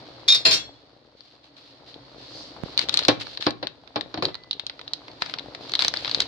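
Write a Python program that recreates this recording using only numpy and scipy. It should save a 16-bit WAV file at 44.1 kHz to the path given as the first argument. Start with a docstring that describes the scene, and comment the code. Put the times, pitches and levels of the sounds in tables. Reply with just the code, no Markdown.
"""A pot of vegetables boils on a kitchen stove: steam bubbles resonate low under a fine sizzle.
Almost at once a metal utensil clinks twice against the pot and bounces, ringing the modes of both.
A few faint clicks and a soft swish follow, and something bumps the microphone. Then things are
handled close by: impacts give sharp little clicks, friction a crackling rustle, and dull knocks
ring the worktop, the last of them trailed by a faint tone. The pot boils on to the end."""
import sys
import numpy as np
from scipy import signal
from scipy.fft import rfft, irfft, next_fast_len
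from scipy.io import wavfile
from scipy.ndimage import uniform_filter1d, minimum_filter1d

SR = 44100
rng = np.random.default_rng(int(sys.argv[2]) if len(sys.argv) > 2 else 0)


def generate_wav(sig):
    """Save sig (samples, or channels by samples) to the path in sys.argv[1] as 16-bit PCM at SR."""
    pcm = np.round(np.clip(np.atleast_2d(sig).T, -1, 1) * 32767).astype(np.int16)
    wavfile.write(sys.argv[1], SR, pcm)


N = 276507
TIME = np.arange(N) / SR


# utensil meets pot: (time [s], utensil ring [dB], pot ring [dB], utensil clash [dB], place [0 wall, 1 rim])
CONTACTS = [(0.2795, -21.5, -24, -11, 0), (0.284, -8, -35.5, -10.5, 0), (0.302, -13, -36, -20.5, 0),
            (0.3208, -12, -28, -6.5, 0), (0.3455, -13.5, -24, -9, 0.71), (0.4507, -54, -14, -29, 0),
            (0.454, -45.5, -10, -44.5, 0), (0.464, -42.5, -19, -40, 0.089), (0.509, -39.5, -18, -7.5, 0.48),
            (0.512, -17.5, -21, -13.5, 0.83), (0.527, -36, -20, -9, 0.88),
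            (0.538, -40.5, -26.5, -7.5, 0.83), (4.224, -42, -33, -44, 0)]
# clear modes of the utensil: (frequency [Hz], relative level [dB], t60 [s])
UTENSIL_MODES = [(2400, -23, .18), (3420, -15, .14), (3695, 0, .165), (4102, -15, .15), (4200, -13, .14),
                 (4615, -10, .16), (5178, -21, .25), (5450, -19, .17), (6836, -25, .19), (9434, -37, .18)]
# clear modes of the pot: (frequency [Hz], struck on the wall [dB], struck on the rim [dB], t60 [s])
POT_MODES = [(655, -15, -17, .2), (1044, -19, -19, .2), (2411, -16, -17, .16), (2725, -11, -13, .19),
             (3402, -12, -7, .39), (3908, -10, -10, .2), (4166, 0, -6, .2), (4290, -12, -3, .35),
             (4730, -4, 0, .16), (5187, -4, -8, .17), (5515, -19, -10, .3), (5754, -32, -3, .21),
             (6182, -32, -9, .23), (6844, -16, -13, .21), (7455, -26, -19, .28), (8675, -36, -19, .17),
             (9490, -32, -16, .17)]
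# spectra of the weak modes and of the full pot's clunk: (frequency [Hz], relative density [dB])
UTENSIL_CLASH_SPECTRUM = [(100, -49), (1300, -19), (2200, -18.5), (3800, -12), (5400, -5), (6200, -19),
                          (7800, -25.5), (10000, -39.5), (15500, -37.5)]
POT_CLASH_SPECTRUM = [(60, -32), (130, -14), (500, -22), (1300, -12.5), (2500, -3), (4600, -2),
                      (6200, -21.5), (7500, -22.5), (10000, -28.5), (15500, -39.5)]
CLUNK_SPECTRUM = [(50, -20.5), (120, 1.5), (200, -4), (450, -0.5), (800, -6), (1200, -9), (2500, -13.5),
                  (8000, -53.5)]
def clinks(size=SR // 3):
    """Impact excitation: utensil and pot ring freely; the point struck weights the pot's modes."""
    utensil_blows, pot_blows, clash_blows = (np.array(CONTACTS)[:, [0, k]] for k in (1, 2, 3))
    utensil_weak = dense_modes(UTENSIL_CLASH_SPECTRUM, t60=0.14, count=130)
    pot_weak = dense_modes(POT_CLASH_SPECTRUM, t60=0.26, count=150)
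    out = struck(UTENSIL_MODES, utensil_blows, vary_db=3, pan_db=1, apart_rad=0.88)
    out += from_db(-10) * struck(utensil_weak, clash_blows, vary_db=3, pan_db=1.5, apart_rad=1.7)
    out += from_db(-5.5) * struck(pot_weak, pot_blows, vary_db=3, pan_db=2.5, apart_rad=1.7)
    hz, wall_db, rim_db, t60 = np.transpose(POT_MODES)
    for s, _, pot_db, _, on_rim in CONTACTS:
        loaded_hz = hz * (1 + .003 * rng.standard_normal(len(hz)))   # each contact loads the pot anew
        modes = np.column_stack([loaded_hz, wall_db + on_rim * (rim_db - wall_db), t60])
        out += struck(modes, [(s, pot_db)], vary_db=-2, pan_db=1.5, apart_rad=1.77)
        add(out, s, from_db(pot_db - 20) * noise(CLUNK_SPECTRUM, size) * blow(0.36, size))
    return out


# damping of the weak modes: (frequency [Hz], share of ring time [ratio])
RING_TIME_SHARE = [(1000, 0.96), (4500, 0.83), (8000, .72), (15000, .58)]
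def dense_modes(spectrum, t60, count):
    """Modal density: thin metal has many weak modes, crowded low, sparse and more damped high."""
    hz = np.geomspace(900, 15000, count) * (1 + .008 * rng.standard_normal(count))
    scatter_db = np.interp(hz, [4000, 9000], [3, 5]) * rng.standard_normal(count)
    db = at_hz(spectrum, hz) + 10 * np.log10(hz) + scatter_db   # a sparser mode carries a wider band
    ring_s = t60 * at_hz(RING_TIME_SHARE, hz) * (1 + rng.uniform(-.33, .25, count))
    return np.column_stack([hz, db, ring_s])


def struck(modes, blows, vary_db, pan_db, apart_rad, size=SR // 3):
    """Modal superposition: each blow (time [s], level [dB]) starts damped sines of random phase."""
    hz, db, t60 = np.transpose(modes)
    waves = np.exp(2j * np.pi * hz[:, None] * TIME[:size]) * blow(t60[:, None], size)
    ear_phase = apart_rad / 2 * rng.choice([-1, 1], len(hz)) * [[1], [-1]]
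    ears = np.exp(1j * ear_phase) * pan(pan_db)
    out = np.zeros((2, N))
    for s, level_db in blows:
        gain = from_db(db + vary_db * rng.standard_normal(len(hz)))
        gain /= np.sqrt(np.sum(gain ** 2) / 2)
        phasor = np.exp(2j * np.pi * rng.random(len(hz)))
        add(out, s, from_db(level_db) * ((ears * gain * phasor) @ waves).real)
    return out


CLICK_OFFSET_S = 0.000972   # ticks and handling clicks start this long after their listed times
# knocks: (time [s], force [dB], ring [dB], thump [dB], thump frequency [Hz], tick [dB])
WORKTOP_KNOCKS = [(3.0829, 1.5, -12.5, -22.5, 320, 4.5), (3.4656, -6.5, -20, -26, 320, -10),
                  (3.627, -16.5, -33.5, -35, 312, -23.5), (3.9583, -11, -25, -28.5, 313, -17),
                  (4.141, -22.5, -38.5, -33.5, 304, -19.5), (4.174, -20, -53, -30, 282, -29),
                  (4.223, -12, -48, -25.5, 345, -17), (4.245, -17.5, -57, -25, 382, -40),
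                  (4.283, -23, -57, -45, 350, -35)]
# modes of the worktop: (frequency [Hz], relative level [dB], t60 [s])
WORKTOP_MODES = [(115, -10, .22), (250, -6, .1), (291, 0, .17), (375, -10, .14), (507, -2, .13),
                 (594, -4, .12), (821, -4, .14), (1093, -3, .13), (1420, -14, .12), (1650, -11, .12),
                 (1750, -12, .12), (1968, -14, .15), (2362, -13, .16)]
# spectra of the clatter and of a thump peaking at 320 Hz: (frequency [Hz], relative density [dB])
CLATTER_SPECTRUM = [(100, -10), (350, 6), (650, 12), (1100, 4), (2000, -4.5), (3000, -3.5), (4300, 3.5),
                    (5500, -15.5), (8000, -72), (14000, -64)]
THUMP_SPECTRUM = [(35, -57), (70, -7), (130, 0), (200, -5.5), (320, 6.5), (500, -6.5), (1500, -72)]
def knocks(size=SR // 3):
    """Plate vibration: a knock ticks, thumps, rings the worktop and rattles what stands on it."""
    ring_blows = np.array(WORKTOP_KNOCKS)[:, [0, 2]]
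    out = struck(WORKTOP_MODES, ring_blows, vary_db=0.5, pan_db=2, apart_rad=0.76)
    for s, force_db, _, thump_db, thump_hz, tick_db in WORKTOP_KNOCKS:
        clatter = from_db(force_db - 7) * noise(CLATTER_SPECTRUM, size) * blow(0.09, size)
        tuned = np.array(THUMP_SPECTRUM) * [thump_hz / 320, 1]
        thump = from_db(thump_db + 1.5) * noise(tuned, size) * blow(0.15, size, rise_s=0.0064)
        burst_db = 6.2 * force_db - 7   # a brief burst of treble, like overload, on the loudest knock
        treble_burst = from_db(burst_db) * noise(SNAP_SPECTRUM, size) * blow(0.01, size)
        add(out, s, (clatter + thump + treble_burst) * pan(1.24))
        body_db = -15.5 - 0.19 * tick_db   # soft touches sound hollower
        add(out, s + CLICK_OFFSET_S, click(s, tick_db - 0.5, body_db, snap_db=-27, pan_db=0))
    return out


# hard contacts: (time [s], level [dB], relative body [dB], relative snap [dB], left over right [dB])
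HANDLING_CLICKS = [(1.2059, -35.5, -24, -49.0, 14), (1.5666, -38, -20, -24.0, -1.0),
                   (1.9413, -29.5, -29, -45.0, 6), (2.7756, -4, -28, -21, 5.0),
                   (2.7909, -6.5, -18, -17.0, 8), (2.8142, -16, -19, -25, 4.0),
                   (2.8859, -15.5, -18, -20, 3), (2.893, -10.5, -18, -17, 11),
                   (2.9404, -6, -23.5, -12.5, 8), (2.9717, -3.5, -24.5, -18, 5.5),
                   (2.9899, -7.5, -18, -15, 6), (3.0497, -10.5, -25, -22, 11),
                   (3.2677, -31, -8.5, -29.0, -12.0), (3.3728, -18, -18.5, -35, 7.5),
                   (3.4234, -16.5, -18, -26, 10), (3.5061, -18.5, -24, -19, 4),
                   (3.6695, -15.5, -18, -26, 7.5), (3.8745, -37.5, -12.5, -34, -16),
                   (4.0087, -15, -20, -26, 9), (4.2519, -7, -27, -33, -1), (4.343, -27, -20, -29, -21),
                   (4.3516, -22.5, -16.5, -26, 0), (4.435, -33, -27, -35, -2), (4.5097, -9, -32, -27, -5.5),
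                   (4.5293, -15.5, -35, -36, 0), (4.5954, -16, -21, -22, 9.0),
                   (4.6653, -15.5, -33, -16.0, -4.5), (4.6962, -22, -10.5, -33, 1),
                   (4.7917, -30.5, -6.5, -34.0, -4.0), (4.8127, -27, -17, -23, 2),
                   (4.8773, -21.5, -20.5, -33, 2), (4.9336, -10.5, -29.5, -18, -4.0),
                   (5.0802, -39.5, 4, -38, -2.5), (5.114, -34, -19, -29, -3.0), (5.2197, -13, -7, -19, 3),
                   (5.2596, -27, -5, -35.0, 5), (5.296, -26, -10, -32, 7), (5.3376, -16.5, -11, -27, 2),
                   (5.385, -20, -12, -31.0, 5.5), (5.3934, -21.5, -24.0, -30, 9),
                   (5.5477, -24.0, -10.5, -18, 1), (5.6941, -24.5, -12.5, -15, -1),
                   (5.7184, -22.5, -16.0, -12.5, 7), (5.7359, -10, -18, -21, 0),
                   (5.7517, -4, -28, -22, 2.5), (5.791, -5, -20, -25, 0), (5.7955, -14, -19, -31, 4.0),
                   (5.8057, -15, -18, -20.0, -9), (5.8215, -10.5, -14, -9.5, 6.5),
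                   (5.8465, -6.5, -16.5, -16.0, 0), (5.8805, -7.5, -19, -8, 2.5),
                   (5.938, -15.5, -8.5, -13, 4.5), (5.9622, -20, -16.0, -27.0, -1),
                   (5.9703, -13.5, -23, -24, 5), (6.0463, -15.5, -15, -27, 4), (6.0552, -19, -12.5, -36, 4),
                   (6.0769, -18, -9.0, -34, 3), (6.0943, -17.5, -19, -20, -1), (6.1125, -12, -32, -34, 4.0),
                   (6.1458, -5, -24.5, -20, 6), (6.2027, -4, -22, -13, -2.0),
                   (6.2197, -14.5, -24, -25, 8.0)]
def clicks():
    """Impact noise: things handled close by give separate sharp little clicks."""
    out = np.zeros((2, N))
    for s, level_db, body_db, snap_db, pan_db in HANDLING_CLICKS:
        add(out, s + CLICK_OFFSET_S, click(s, level_db, body_db, snap_db, pan_db))
    return out


# the clicks reach the left ear first, later both ears together: (time [s], lead of the left ear [ms])
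LEFT_EAR_LEAD = [(4.0, .38), (5.0, .03)]
# spectra of a click's parts: (frequency [Hz], relative density [dB])
SCATTER_SPECTRUM = [(1500, -29), (3200, 1), (4300, 6.5), (5300, -5.5), (7000, -27), (12000, -54)]
BODY_SPECTRUM = [(200, -15.5), (900, 1), (2200, 1), (3200, -4.5), (5000, 0), (8000, -54)]
SNAP_SPECTRUM = [(800, -28), (3000, -8.5), (5400, 8.5), (6300, 2.5), (8000, -7), (10000, -15.5),
                 (15000, -27.5)]
def click(s, level_db, body_db, snap_db, pan_db, centre_hz=4127, size=SR // 32):
    """Impact transient: a brief ping, a hollow body, a bright snap and scatter off nearby surfaces."""
    hz = centre_hz * np.exp(0.088 * rng.uniform(-0.89, 1))
    ping = signal.unit_impulse(size)
    for _ in range(3):   # resonators in series round the onset
        ping = ring(ping, hz, t60=0.0019)
    lead_ms = np.interp(s, *np.transpose(LEFT_EAR_LEAD))
    ping = place(ping / np.abs(ping).max(), pan_db=1, lag_ms=lead_ms)
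    scatter = from_db(-8.5) * noise(SCATTER_SPECTRUM, size) * blow(0.023, size)
    body = from_db(body_db + 6) * noise(BODY_SPECTRUM, size) * blow(0.022, size, rise_s=0.00014)
    snap = from_db(snap_db + 1.9) * noise(SNAP_SPECTRUM, size) * blow(0.01, size, rise_s=0.000067)
    return from_db(level_db) * ((ping + body + snap) * pan(pan_db) + scatter)


# things rub together: (start [s], duration [s], level [dB])
RUB_STROKES = [(1.43, 0.04, -56), (1.561, 0.02, -54.5), (2.781, 0.053, -32.5), (2.92, 0.14, -35),
               (3.195, 0.022, -32), (3.402, 0.068, -36.5), (4.496, 1.0, -65), (5.205, .11, -43.5),
               (5.795, .07, -28.5), (5.945, 0.24, -39), (6.195, 0.023, -30.5)]
# spectrum of the slips: (frequency [Hz], relative density [dB])
SLIP_SPECTRUM = [(300, -16), (1000, -10.5), (2500, -4.5), (4300, 2.5), (5500, -11.5), (7000, -21.5),
                 (10000, -34), (15500, -45)]
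def rustle(catches_per_s=24):
    """Stick-slip friction: surfaces rub in dense tiny slips and now and then catch with a click."""
    slips = np.array([grains(per_s=1600, spread_db=3.4), grains(per_s=1600, spread_db=3.44)])
    out = swells(RUB_STROKES, attack_s=0.0054, release_s=0.017) * colour(slips, SLIP_SPECTRUM) * pan(2)
    for start, length, level_db in RUB_STROKES:
        for when, softness, side in rng.uniform(-0.9, 1, (round(catches_per_s * length), 3)):
            s = start + length * (1 + when) / 2
            catch_db = level_db + 12.5 - 5 * softness
            add(out, s, click(s, catch_db, body_db=-18, snap_db=-27, pan_db=6.1 * side))
    return out


def bump(s=2.6358, hz=145, t60=0.019, left_db=-34.5, right_db=-10.5, size=SR // 8):
    """Damped oscillation: a bump on the microphone's right side gives a sharp edge and two low swings."""
    swing = np.cos(2 * np.pi * hz * TIME[:size]) * blow(t60, size, rise_s=0.000099)
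    out = np.zeros((2, N))
    add(out, s, -swing * from_db([[left_db], [right_db]]))
    return out


# heard level of the boiling, dipping after clinks and knocks and slowly recovering: (time [s], level [dB])
HEARD_LEVEL = [(0, -47), (.45, -49), (1.05, -60.5), (1.5, -58.5), (2, -51.5), (2.6, -47), (2.95, -43.5),
               (3.3, -51.5), (3.8, -57), (4.1, -51.5), (4.5, -56.5), (5.1, -49.5), (6.27, -43.5)]
# soft swells of brushing hiss: (start [s], duration [s], level [dB])
HISS_SWELLS = [(1.16, 0.19, -60), (1.56, 0.16, -55.5), (1.86, 0.05, -50.5), (2.17, 0.31, -51),
               (2.64, 0.11, -49), (3.24, 0.11, -45), (5.6, 0.77, -46.5)]
# spectra of the churning water and of the sizzle: (frequency [Hz], relative density [dB])
CHURN_SPECTRUM = [(24, -43), (40, -21.5), (65, -4), (86, -18.5), (123, -1), (207, -19.5), (288, 1),
                  (373, -11.5), (555, -6.5), (1650, -19.5), (1800, -19), (2500, -23.5), (3250, -65),
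                  (5500, -120)]
SIZZLE_SPECTRUM = [(1000, -13.5), (2500, -9), (3500, -1.5), (4400, 3), (5200, -8), (6500, -22), (9000, -35),
                   (15500, -44)]
def boil(sizzle_db=-57, sizzle_follows=0.97):
    """Boiling noise: bubbles ring over churning water, and countless tiny bursts sum to a sizzle."""
    heard_db = np.interp(TIME, *np.transpose(HEARD_LEVEL))
    steady = from_db(sizzle_db + sizzle_follows * (heard_db - heard_db.mean()))
    brushing = swells(HISS_SWELLS, attack_s=0.02, release_s=0.03)   # shares the sizzle's hiss
    bubbling = from_db(-3) * place(bubbles(), pan_db=6.5, lag_ms=.1)
    churn = from_db(-0.43) * noise(CHURN_SPECTRUM, N)
    bursts = np.array([grains(per_s=580, spread_db=3.2), grains(per_s=700, spread_db=2.5)])
    hiss = from_db(-0.5) * colour(bursts, SIZZLE_SPECTRUM) + noise(SIZZLE_SPECTRUM, N)
    return from_db(heard_db) * (bubbling + churn) + np.hypot(steady, brushing) * hiss


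def bubbles(per_s=95, cycles=6, low_hz=420, high_hz=1350, count=16):
    """Bubble resonance: each bursting steam bubble rings a few cycles, small ones higher and weaker."""
    pops = grains(per_s, spread_db=3.4)
    size_class = rng.integers(0, count, N)
    return rms_one(sum(ring(pops * (size_class == k), hz, cycles / hz) / np.sqrt(hz)
                       for k, hz in enumerate(np.geomspace(low_hz, high_hz, count))))


# spectrum of the swish: (frequency [Hz], relative density [dB])
SWISH_SPECTRUM = [(1000, -34), (3000, -14), (4500, 15), (6000, -2), (9000, -21.5), (15000, -47)]
def swish(peak_s=2.395, width_s=0.072, level_db=-42.5):
    """Amplitude modulation: a soft band of bright noise swells and fades."""
    return from_db(level_db) * noise(SWISH_SPECTRUM, N) / (1 + ((TIME - peak_s) / width_s) ** 2)


def after_ring(start_s=4.3, hz=2010, length_s=0.16, level_db=-60):
    """Exponential decay: a faint pure tone swells after the last knocks and dies away."""
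    envelope = swells([(start_s, length_s, level_db)], attack_s=0.027, release_s=0.054)
    return envelope * np.sqrt(2) * np.sin(2 * np.pi * hz * TIME)


# reverberation time of the kitchen: (frequency [Hz], t60 [s])
KITCHEN_T60 = [(100, 0.72), (500, 0.23), (2000, 0.3), (4500, 0.18), (12000, 0.14)]
def kitchen(x, size=SR // 2):
    """Reverberation: the diffuse field decays at its own rate in each octave."""
    edges = np.geomspace(60, 16000, 9)
    tail = sum(band(rng.standard_normal((2, size)), lo, hi)
               * fade(at_hz(KITCHEN_T60, np.sqrt(lo * hi)), size) for lo, hi in zip(edges, edges[1:]))
    tail *= 1 - fade(0.01, size)   # reflections take a moment to build up
    dulled = signal.sosfilt(signal.butter(2, 6500, fs=SR, output="sos"), x)   # walls absorb the treble
    return signal.fftconvolve(dulled, rms_one(tail) / np.sqrt(size), axes=1)[:, :N]


# likeness of the two ears: (frequency [Hz], correlation [ratio])
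EAR_CORRELATION = [(100, 0.87), (400, 0.96), (1000, 0.045), (3000, 0.06), (10000, 0.071)]
def colour(pair, spectrum):
    """Interaural coherence: two unrelated signals mix to one stereo sound of a given spectrum, rms 1."""
    size = next_fast_len(pair.shape[1])
    hz = np.arange(size // 2 + 1) * SR / size
    mid, side = rfft(pair, size) * from_db(at_hz(spectrum, hz))
    alike = at_hz(EAR_CORRELATION, hz)
    both = np.sqrt(1 + alike) * mid + np.sqrt(1 - alike) * side * [[1], [-1]]
    return rms_one(irfft(both, size)[:, :pair.shape[1]])


def noise(spectrum, size):
    """Spectral shaping of white stereo noise."""
    return colour(rng.standard_normal((2, size)), spectrum)


def grains(per_s, spread_db):
    """Shot noise: random impulses, mostly small, a few large."""
    sizes = from_db(spread_db * np.minimum(rng.exponential(1, N), 4))
    return sizes * rng.choice([-1, 1], N) * (rng.random(N) < per_s / SR)


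def ring(impulses, hz, t60):
    """Two-pole resonance: a unit impulse starts a damped sine of height 1."""
    radius, angle = np.exp(-np.log(1000) / (t60 * SR)), 2 * np.pi * hz / SR
    return signal.lfilter([0, np.sin(angle)], [1, -2 * radius * np.cos(angle), radius ** 2],
                          impulses + 1e-18)


def band(x, low_hz, high_hz):
    """Band-pass filtering with second-order slopes."""
    return signal.sosfilt(signal.butter(2, [low_hz, high_hz], "band", fs=SR, output="sos"), x)


def swells(rows, attack_s, release_s):
    """Envelopes (start [s], duration [s], level [dB]): linear rise, hold, exponential decay."""
    return sum(from_db(db) * np.clip((TIME - s) / attack_s, 0, 1)
               * np.exp(-np.maximum(TIME - s - length, 0) / release_s) for s, length, db in rows)


def blow(t60, size, rise_s=0.00098):
    """Impact envelope: a quick rise, then exponential decay."""
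    return fade(t60, size) * (1 - np.exp(-TIME[:size] / rise_s))


def fade(t60, size):
    """Exponential decay: 60 dB down after t60 seconds."""
    return np.exp(-np.log(1000) * TIME[:size] / t60)


def place(x, pan_db, lag_ms):
    """Binaural cues: the left ear is pan_db louder and lag_ms earlier."""
    t = TIME[:len(x)]
    late = np.interp(t - np.round(lag_ms * SR / 1000) / SR, t, x, left=0)
    return np.array([x, late]) * pan(pan_db)


def pan(db):
    """Interaural level difference, left over right."""
    return from_db([[db / 2], [-db / 2]])


def add(out, s, sound):
    """Superposition: mix a sound in at time s."""
    at = round(s * SR)
    out[:, at:at + sound.shape[1]] += sound[:, :N - at]


def at_hz(points, hz):
    """Interpolation along log frequency."""
    known_hz, value = np.transpose(points)
    return np.interp(np.log(np.maximum(hz, 1)), np.log(known_hz), value)


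def from_db(db):
    """Decibels to amplitude ratio."""
    return 10 ** (np.asarray(db) / 20)


def rms_one(x):
    """Normalisation to unit rms."""
    return x / np.sqrt(np.mean(x ** 2) + 1e-20)


def scene():
    """Direct and reverberant sound: all sources add; clinks, knocks and clicks weakly excite the room."""
    metal, thuds, ticks = clinks(), knocks(), clicks()
    room = kitchen(from_db(-14) * metal + from_db(-15) * (thuds + ticks))
    return boil() + metal + thuds + ticks + bump() + rustle() + swish() + after_ring() + room


def record(dry, low_hz=48, high_hz=16200, ceiling=.95):
    """Band and peak limiting: a small microphone loses deep bass; peaks are held and the top is cut."""
    thin = signal.sosfilt(signal.butter(4, low_hz, "high", fs=SR, output="sos"), dry)
    allowed_gain = ceiling / np.maximum(np.abs(thin).max(axis=0), ceiling)
    held = thin * uniform_filter1d(minimum_filter1d(allowed_gain, size=129), size=129)
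    return signal.sosfilt(signal.ellip(10, .1, 80, high_hz, fs=SR, output="sos"), held)


dry = scene()
out = record(dry)
generate_wav(out)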